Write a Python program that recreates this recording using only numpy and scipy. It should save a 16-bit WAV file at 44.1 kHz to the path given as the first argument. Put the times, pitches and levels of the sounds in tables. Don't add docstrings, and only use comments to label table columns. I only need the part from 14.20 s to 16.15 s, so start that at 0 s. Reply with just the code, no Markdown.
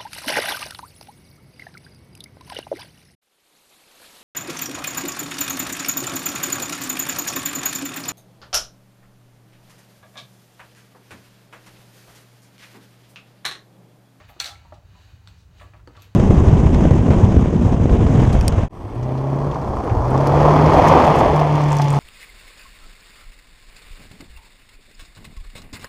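import sys
import numpy as np
from scipy import signal
from scipy.fft import rfft, irfft
from scipy.io import wavfile
from scipy.ndimage import uniform_filter1d

SR = 44100
rng = np.random.default_rng(int(sys.argv[2]) if len(sys.argv) > 2 else 0)


def to_wav(sig):
    pcm = np.clip(np.atleast_2d(sig), -1, 1) * 32767
    pcm = np.round(pcm).astype(np.int16)
    wavfile.write(sys.argv[1], SR, pcm.T)


def linear_from_db(decibels):
    return 10 ** (np.asarray(decibels, float) / 20)


N = 85995

# start_s, level_db, pitch_hz, burst_ms, ring_db
SNAPS = [(.2003, -18, 6200, 0.82, -5.5), (.2024, -17, 4260, 2.5, -8), (.2068, -22.5, 4140, 0.66, -4),
         (.2110, -31.5, 1680, 2.54, -2.5), (.2396, -40, 3800, 1.5, 2), (0.2444, -21, 4050, 1.3, -9),
         (.2590, -25, 3940, 1.8, -8), (.2760, -30.5, 3480, 1.25, -10), (.3560, -47, 2160, 3.06, -22),
         (1.0744, -29, 3480, 0.497, -17.5), (1.6750, -48, 4560, 2.4, -10), (1.8213, -43.5, 6130, .6, -3.5)]
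# pitch_hz, level_db, t60_s
STEEL_MODES = [(813, -10.5, 0.29), (1343, -8, 0.4), (1600, -1.5, 0.17), (2260, -7, 0.18), (2740, -6, 0.08),
               (3440, -0.5, .07), (3650, -4, 0.072), (3770, -5, 0.1), (3820, -3.5, 0.11), (4290, 2, 0.072),
               (4197, -4, 0.079), (5596, -5.5, 0.056), (6670, -13, 0.11), (7480, 0.5, 0.04)]
# pitch_hz, width_hz, level_db
CHATTER_BANDS = [(1600, 1970, -1.5), (2300, 1100, -4.5), (3600, 1300, -1), (5460, 990, -3.5),
                 (7600, 1500, -6), (12500, 2600, -13.5)]
# start_s, pitch_hz, level_db, t60_s
PIN = (1.8215, 11500, -47, .018)
# start_s, level_db, pitch_hz, contact_ms, thud_db
KNOCKS = [(0.0911, -42, 724, 8, -19), (0.163, -44.5, 1000, 6.4, -3), (.2520, -40, 760, 7.5, -42),
          (.4480, -48.5, 1000, 7.5, -45), (0.5221, -35.5, 760, 5, -14), (.7450, -54.5, 950, 13.3, -25),
          (1.4100, -41, 600, 9, -24), (1.439, -49, 1080, 5.1, 1), (1.5325, -43, 950, 11.7, -13),
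          (1.6745, -38, 1160, 1.2, 3), (1.6970, -51, 790, 2.5, 6), (1.748, -45.5, 1350, 7.5, -21),
          (1.7720, -41, 1160, 9.2, -16), (.0020, -47, 603, 7.1, -5.5), (.2800, -38, 812, 16, -28),
          (1.4150, -43, 1150, 14.6, -30)]
# pitch_hz, level_db, t60_s
WOOD_MODES = [(617, -1, 0.21), (705.5, -5.5, 0.13), (812, -3.5, 0.086), (937, -11, 0.05), (1016, -8, .06),
              (1154, -4.5, 0.042), (1256, 2, 0.046), (1690, -2, 0.046), (2650, -12, 0.03),
              (2310, -22, 0.018), (3000, -7, 0.039)]
# pitch_hz, level_db, t60_s
THUD_MODES = [(290, -2, 0.06), (359, 0, 0.092), (489, 0.5, 0.048)]
# start_s, pitch_hz, level_db, rise_ms, t60_s
RINGS = [(.256, 705, -43, 5, 0.18), (.280, 812, -42, 11, .24), (.290, 1690, -49, 6, .12),
         (.331, 1338, -48, 4, .2), (.352, 2256, -50, 4, .08), (.397, 2256, -59, 4, .1),
         (.298, 3400, -50, 4, .1), (.449, 935, -50, 3, .12), (.449, 1270, -52, 3, .07),
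         (.523, 1685, -48, 2, 0.053), (.550, 900, -56, 5, 0.11), (.565, 720, -53, 5, .1),
         (.260, 4270, -36, 2, .07), (0.21, 3800, -40, 2, .07), (0.31, 3500, -40, 1.7, 0.055),
         (.288, 4000, -47, 1.5, 0.033), (1.381, 3800, -57.5, 3, 0.093), (1.410, 1004, -47.5, 2, .08),
         (1.412, 1685, -52, 2, 0.078), (1.318, 614, -59, 12, 0.33), (1.4, 1330, -55, 2.7, 0.067),
         (1.0742, 1410, -44, 0.25, 0.015), (1.675, 900, -46, 1.9, 0.061), (.745, 1000, -54, 8, 0.17),
         (1.397, 1300, -50, 3, .05), (.093, 1150, -50, 1.8, 0.075), (.165, 340, -53, 4, .08),
         (1.411, 614, -46, 3, .18), (1.675, 3100, -52, .6, .02), (1.768, 3000, -52, .8, .015),
         (1.770, 4500, -54, .6, .012), (1.774, 1150, -48, 2, .05), (1.535, 2400, -54, 1, .03),
         (1.818, 1300, -53, 3, .06), (1.870, 450, -52, 4, .06), (.2005, 3440, -27, .8, .03),
         (.2005, 5750, -30, .5, .03), (.2025, 2500, -32, 1, .03), (.5228, 614, -36, 1.5, .06)]
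# start_s, level_db, pitch_hz, rise_ms, fall_ms
SCUFFS = [(.004, -51, 1500, 4.5, 30), (0.044, -61, 2000, 1.9, 11), (0.09, -54, 2240, 2, 20),
          (0.099, -62, 12500, 16, 16), (0.199, -47, 3000, 5, 4.0), (0.265, -36.5, 3800, 12.6, 27.4),
          (.545, -62, 3470, 14, 25.0), (1.200, -65.5, 4000, 43, 49), (1.385, -63, 3800, 6.9, 12),
          (1.404, -51.5, 2200, 8.5, 12.5), (1.420, -62.5, 6600, 14, 23), (1.420, -70, 13300, 9.6, 20),
          (1.537, -62, 1600, 1.7, 26), (1.570, -64, 2650, 4.6, 13), (1.599, -62, 1360, 4.0, 12.0),
          (1.770, -54.5, 3000, 3.5, 6.7), (1.797, -57.5, 2860, 5.3, 40), (1.835, -60, 2700, 10.0, 25),
          (.228, -41, 2400, 12, 20), (.225, -45, 6800, 10, 20), (.262, -43, 1700, 15, 35),
          (1.758, -56, 1600, 8, 15), (1.793, -56, 900, 4, 12), (1.418, -57, 2400, 5, 20),
          (1.830, -71, 13500, 36, 21)]
# time_s, level_db
SLIDE_PRESSURE = [(0, -62.5), (.19, -62.5), (.36, -61.5), (.5, -65), (.63, -72.5), (.72, -64.5), (.82, -59),
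                  (.93, -62.5), (1.02, -69), (1.12, -62), (1.27, -77.5), (1.37, -62), (1.5, -66.5),
                  (1.64, -79.5), (1.75, -64.5), (1.86, -63.5), (1.95, -70)]
# pitch_hz, width_hz, level_db
SLIDE_BANDS = [(874, 900, 3), (1500, 940, -2.5), (2497, 120, -2), (2900, 480, 1.5), (3800, 970, 2),
               (4490, 104, -5), (6320, 1600, -4), (11500, 4500, -10.5)]
# pitch_hz, t60_s, level_db
ROOM_DECAY = [(264, 0.62, -2.5), (480, 0.53, -6.5), (1000, 0.33, -1), (2000, 0.3, 0), (4000, 0.19, -4),
              (8540, 0.24, -4.5), (14400, 0.19, 3)]
# pitch_hz, width_hz, level_db
RUMBLE_MODES = [(56.4, 23, -0.5), (71, 18.7, -2), (85.3, 18.3, -0.5), (100.3, 8.5, 1.5), (121.6, 25.5, -5),
                (169, 30, -9)]
# time_s, level_db
RUMBLE_SWELL = [(0.0, -54), (0.064, -48), (0.19, -56), (0.21, -47.5), (0.282, -58.5), (0.304, -51.5),
                (0.58, -46.5), (0.624, -57), (0.65, -47), (0.912, -52.5), (0.938, -43.5), (1.036, -56.5),
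                (1.08, -46), (1.238, -50.5), (1.466, -45), (1.492, -56), (1.52, -46), (1.95, -52)]
# pitch_hz, level_db (per Hz)
HISS_SPECTRUM = [(150, -10.5), (231, -4.5), (700, -14.5), (1500, -15.5), (4500, -30), (6000, -26),
                 (9000, -33), (14000, -34)]
# pitch_hz, width_hz, depth (0-1)
MIC_DIP = (10300, 420, 0.37)

HIT_SPREAD_DB = 1.5


def unit(x):
    return x / np.sqrt(np.mean(x ** 2))


def band(x, hz, width):
    return signal.lfilter(*signal.iirpeak(hz, hz / width, SR), x)


def steep(x, hz, width):
    return band(band(x, hz, width), hz, width)


def decay(t, t60):
    return 1000. ** (-t / t60)


def add(out, x, s):
    i = int(s * SR)
    x = x[:N - i]
    out[i:i + len(x)] += x


def curve(table):
    time_s, level_db = np.transpose(table)
    return np.interp(np.arange(N) / SR, time_s, level_db)


def ring(push, modes, colour):
    hz, db, t60 = np.array(modes).T[:, :, None]
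    t = np.arange(int(.3 * SR)) / SR
    reach = np.abs(np.exp(-2j * np.pi * hz * t[:len(push)]) @ push)[:, None]
    reach = reach / np.sqrt(np.sum(push ** 2))
    gain = linear_from_db(db + colour[:, None]) / (0.075 + reach)
    body = gain * np.sin(2 * np.pi * hz * t) * decay(t, t60)
    return signal.fftconvolve(push, body.sum(axis=0))


def near(modes, hz, db_per_octave):
    return -db_per_octave * np.abs(np.log2(np.array(modes)[:, 0] / hz))


def spread(modes):
    return rng.standard_normal(len(modes))


def grit(count):
    caught = rng.random(count) < 1100 / SR
    size = linear_from_db(2.5 * np.minimum(rng.exponential(size=count), np.e))
    grains = caught * size * rng.standard_normal(count)
    return .5 * unit(grains) + rng.standard_normal(count)


def snaps():
    out, t, long = np.zeros(N), np.arange(600) / SR, np.arange(4000) / SR
    for s, db, hz, ms, ring_db in SNAPS:
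        shape = t / (ms / 1000) * np.exp(1 - t / (ms / 3000)) * 3
        noise = steep(rng.standard_normal(600), hz, 1.01 * hz)
        burst = shape * (np.sin(2 * np.pi * hz * t) + 0.93 * noise)
        add(out, linear_from_db(db) * band(burst, hz, 3.2 * hz), s - ms / 2000)

        click = np.sign(rng.standard_normal(1))
        colour = near(STEEL_MODES, hz, 4.0) + HIT_SPREAD_DB * spread(STEEL_MODES)
        add(out, linear_from_db(db + ring_db - 10) * ring(click, STEEL_MODES, colour), s)

        shake = rng.standard_normal(4000) * np.exp(-long / 0.0133)
        chatter = sum(linear_from_db(g) * steep(shake, f, w) for f, w, g in CHATTER_BANDS)
        add(out, linear_from_db(db + ring_db) * chatter, s)
    return out


def pin():
    out, t = np.zeros(N), np.arange(4000) / SR
    s, hz, db, t60 = PIN
    tone = np.sin(2 * np.pi * hz * t) + 0.33 * np.sin(2.03 * np.pi * hz * t)
    add(out, linear_from_db(db) * tone * decay(t, t60), s)
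    return out


def knocks():
    out, t = np.zeros(N), np.arange(2500) / SR

    def peak(x):
        return x / np.max(np.abs(x))

    for s, db, hz, ms, thud_db in KNOCKS:
        shape = np.exp(-t / (ms / 1000)) * np.minimum(t / (ms / 3000), 1)
        push = band(rng.standard_normal(2500), hz, 1.48 * hz) * shape
        colour = near(WOOD_MODES, hz, 10.0) + HIT_SPREAD_DB * spread(WOOD_MODES)
        add(out, linear_from_db(db) * peak(ring(push, WOOD_MODES, colour)), s)
        thud = ring(push, THUD_MODES, 2.0 * spread(THUD_MODES))
        add(out, linear_from_db(db + thud_db) * peak(thud), s)
        add(out, linear_from_db(db - 9.5) * peak(steep(push, hz, 0.51 * hz)), s)
    return out


def rings():
    out, t = np.zeros(N), np.arange(int(.3 * SR)) / SR
    pair_hz, pair_share = 27, .35
    for s, hz, db, rise_ms, t60 in RINGS:
        swell = 1 - np.exp(-(t / (rise_ms / 1000)) ** 2)
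        pair = np.sin(2 * np.pi * hz * t) + pair_share * np.sin(2 * np.pi * (hz + pair_hz) * t)
        add(out, linear_from_db(db) * swell * decay(t, t60) * pair, s)
    return out


def scuffs():
    out, t = np.zeros(N), np.arange(N) / SR
    rub = grit(N)
    for s, db, hz, rise_ms, fall_ms in SCUFFS:
        part = slice(max(int((s - .1) * SR), 0), int((s + 0.14) * SR))
        d = t[part] - s
        rise = np.exp(-(d / (rise_ms / 1000)) ** 2)
        fall = np.exp(-np.abs(d) / (fall_ms / 1000))
        shape = np.where(d < 0, rise, fall)
        width = 0.79 * min(hz, 5500)
        coloured = band(band(rub[part], hz, width), hz, 1.6 * width)
        out[part] += linear_from_db(db) * shape * unit(coloured)
    return out


def slide():
    rub = grit(N)
    coloured = sum(linear_from_db(db) * unit(steep(rub, hz, w)) for hz, w, db in SLIDE_BANDS)
    return unit(coloured) * linear_from_db(curve(SLIDE_PRESSURE) + 1)


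def garage(x):
    t = np.arange(int(.6 * SR)) / SR
    tail = np.zeros(len(t))
    for hz, t60, db in ROOM_DECAY:
        octave = unit(band(rng.standard_normal(len(t)), hz, 0.54 * hz))
        tail += linear_from_db(db) * np.sqrt(hz) * octave * decay(t, t60)
    tail = tail * np.clip(t / 0.0032 - .5, 0, 1)
    tail = tail / np.sqrt(np.sum(tail ** 2))
    return x + linear_from_db(-5) * signal.fftconvolve(x, tail)[:N]


def rumble():
    low = np.zeros(N)
    for hz, w, db in RUMBLE_MODES:
        mode = steep(rng.standard_normal(2 * N), hz, w)[N:]
        low += linear_from_db(db) * unit(mode)
    slow = np.sqrt(uniform_filter1d(uniform_filter1d(low ** 2, 3000), 3000))
    return unit(low / slow ** 0.31) * linear_from_db(curve(RUMBLE_SWELL))


def hiss():
    f = np.maximum(np.arange(N // 2 + 1) * SR / N, 1)
    hz, level_db = np.transpose(HISS_SPECTRUM)
    db = np.interp(np.log(f), np.log(hz), level_db)
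    db = db - 20 * np.log10(1 + (90 / f) ** 2)
    return unit(irfft(rfft(rng.standard_normal(N)) * linear_from_db(db), N)) * linear_from_db(-65)


def scene():
    vise = snaps() + pin() + knocks() + scuffs() + rings()
    return (garage(vise) + slide() + rumble() + hiss())[None]


def band_limit(x):
    return signal.sosfilt(signal.butter(12, 16600, fs=SR, output="sos"), x)


def record(dry):
    hz, width, depth = MIC_DIP
    dipped = dry - depth * band(dry, hz, width)
    top_edge = signal.ellip(8, .2, 60, 15850, fs=SR, output="sos")
    mix = signal.sosfilt(top_edge, dipped)
    return band_limit(mix)


dry = scene()
out = record(dry)
to_wav(out)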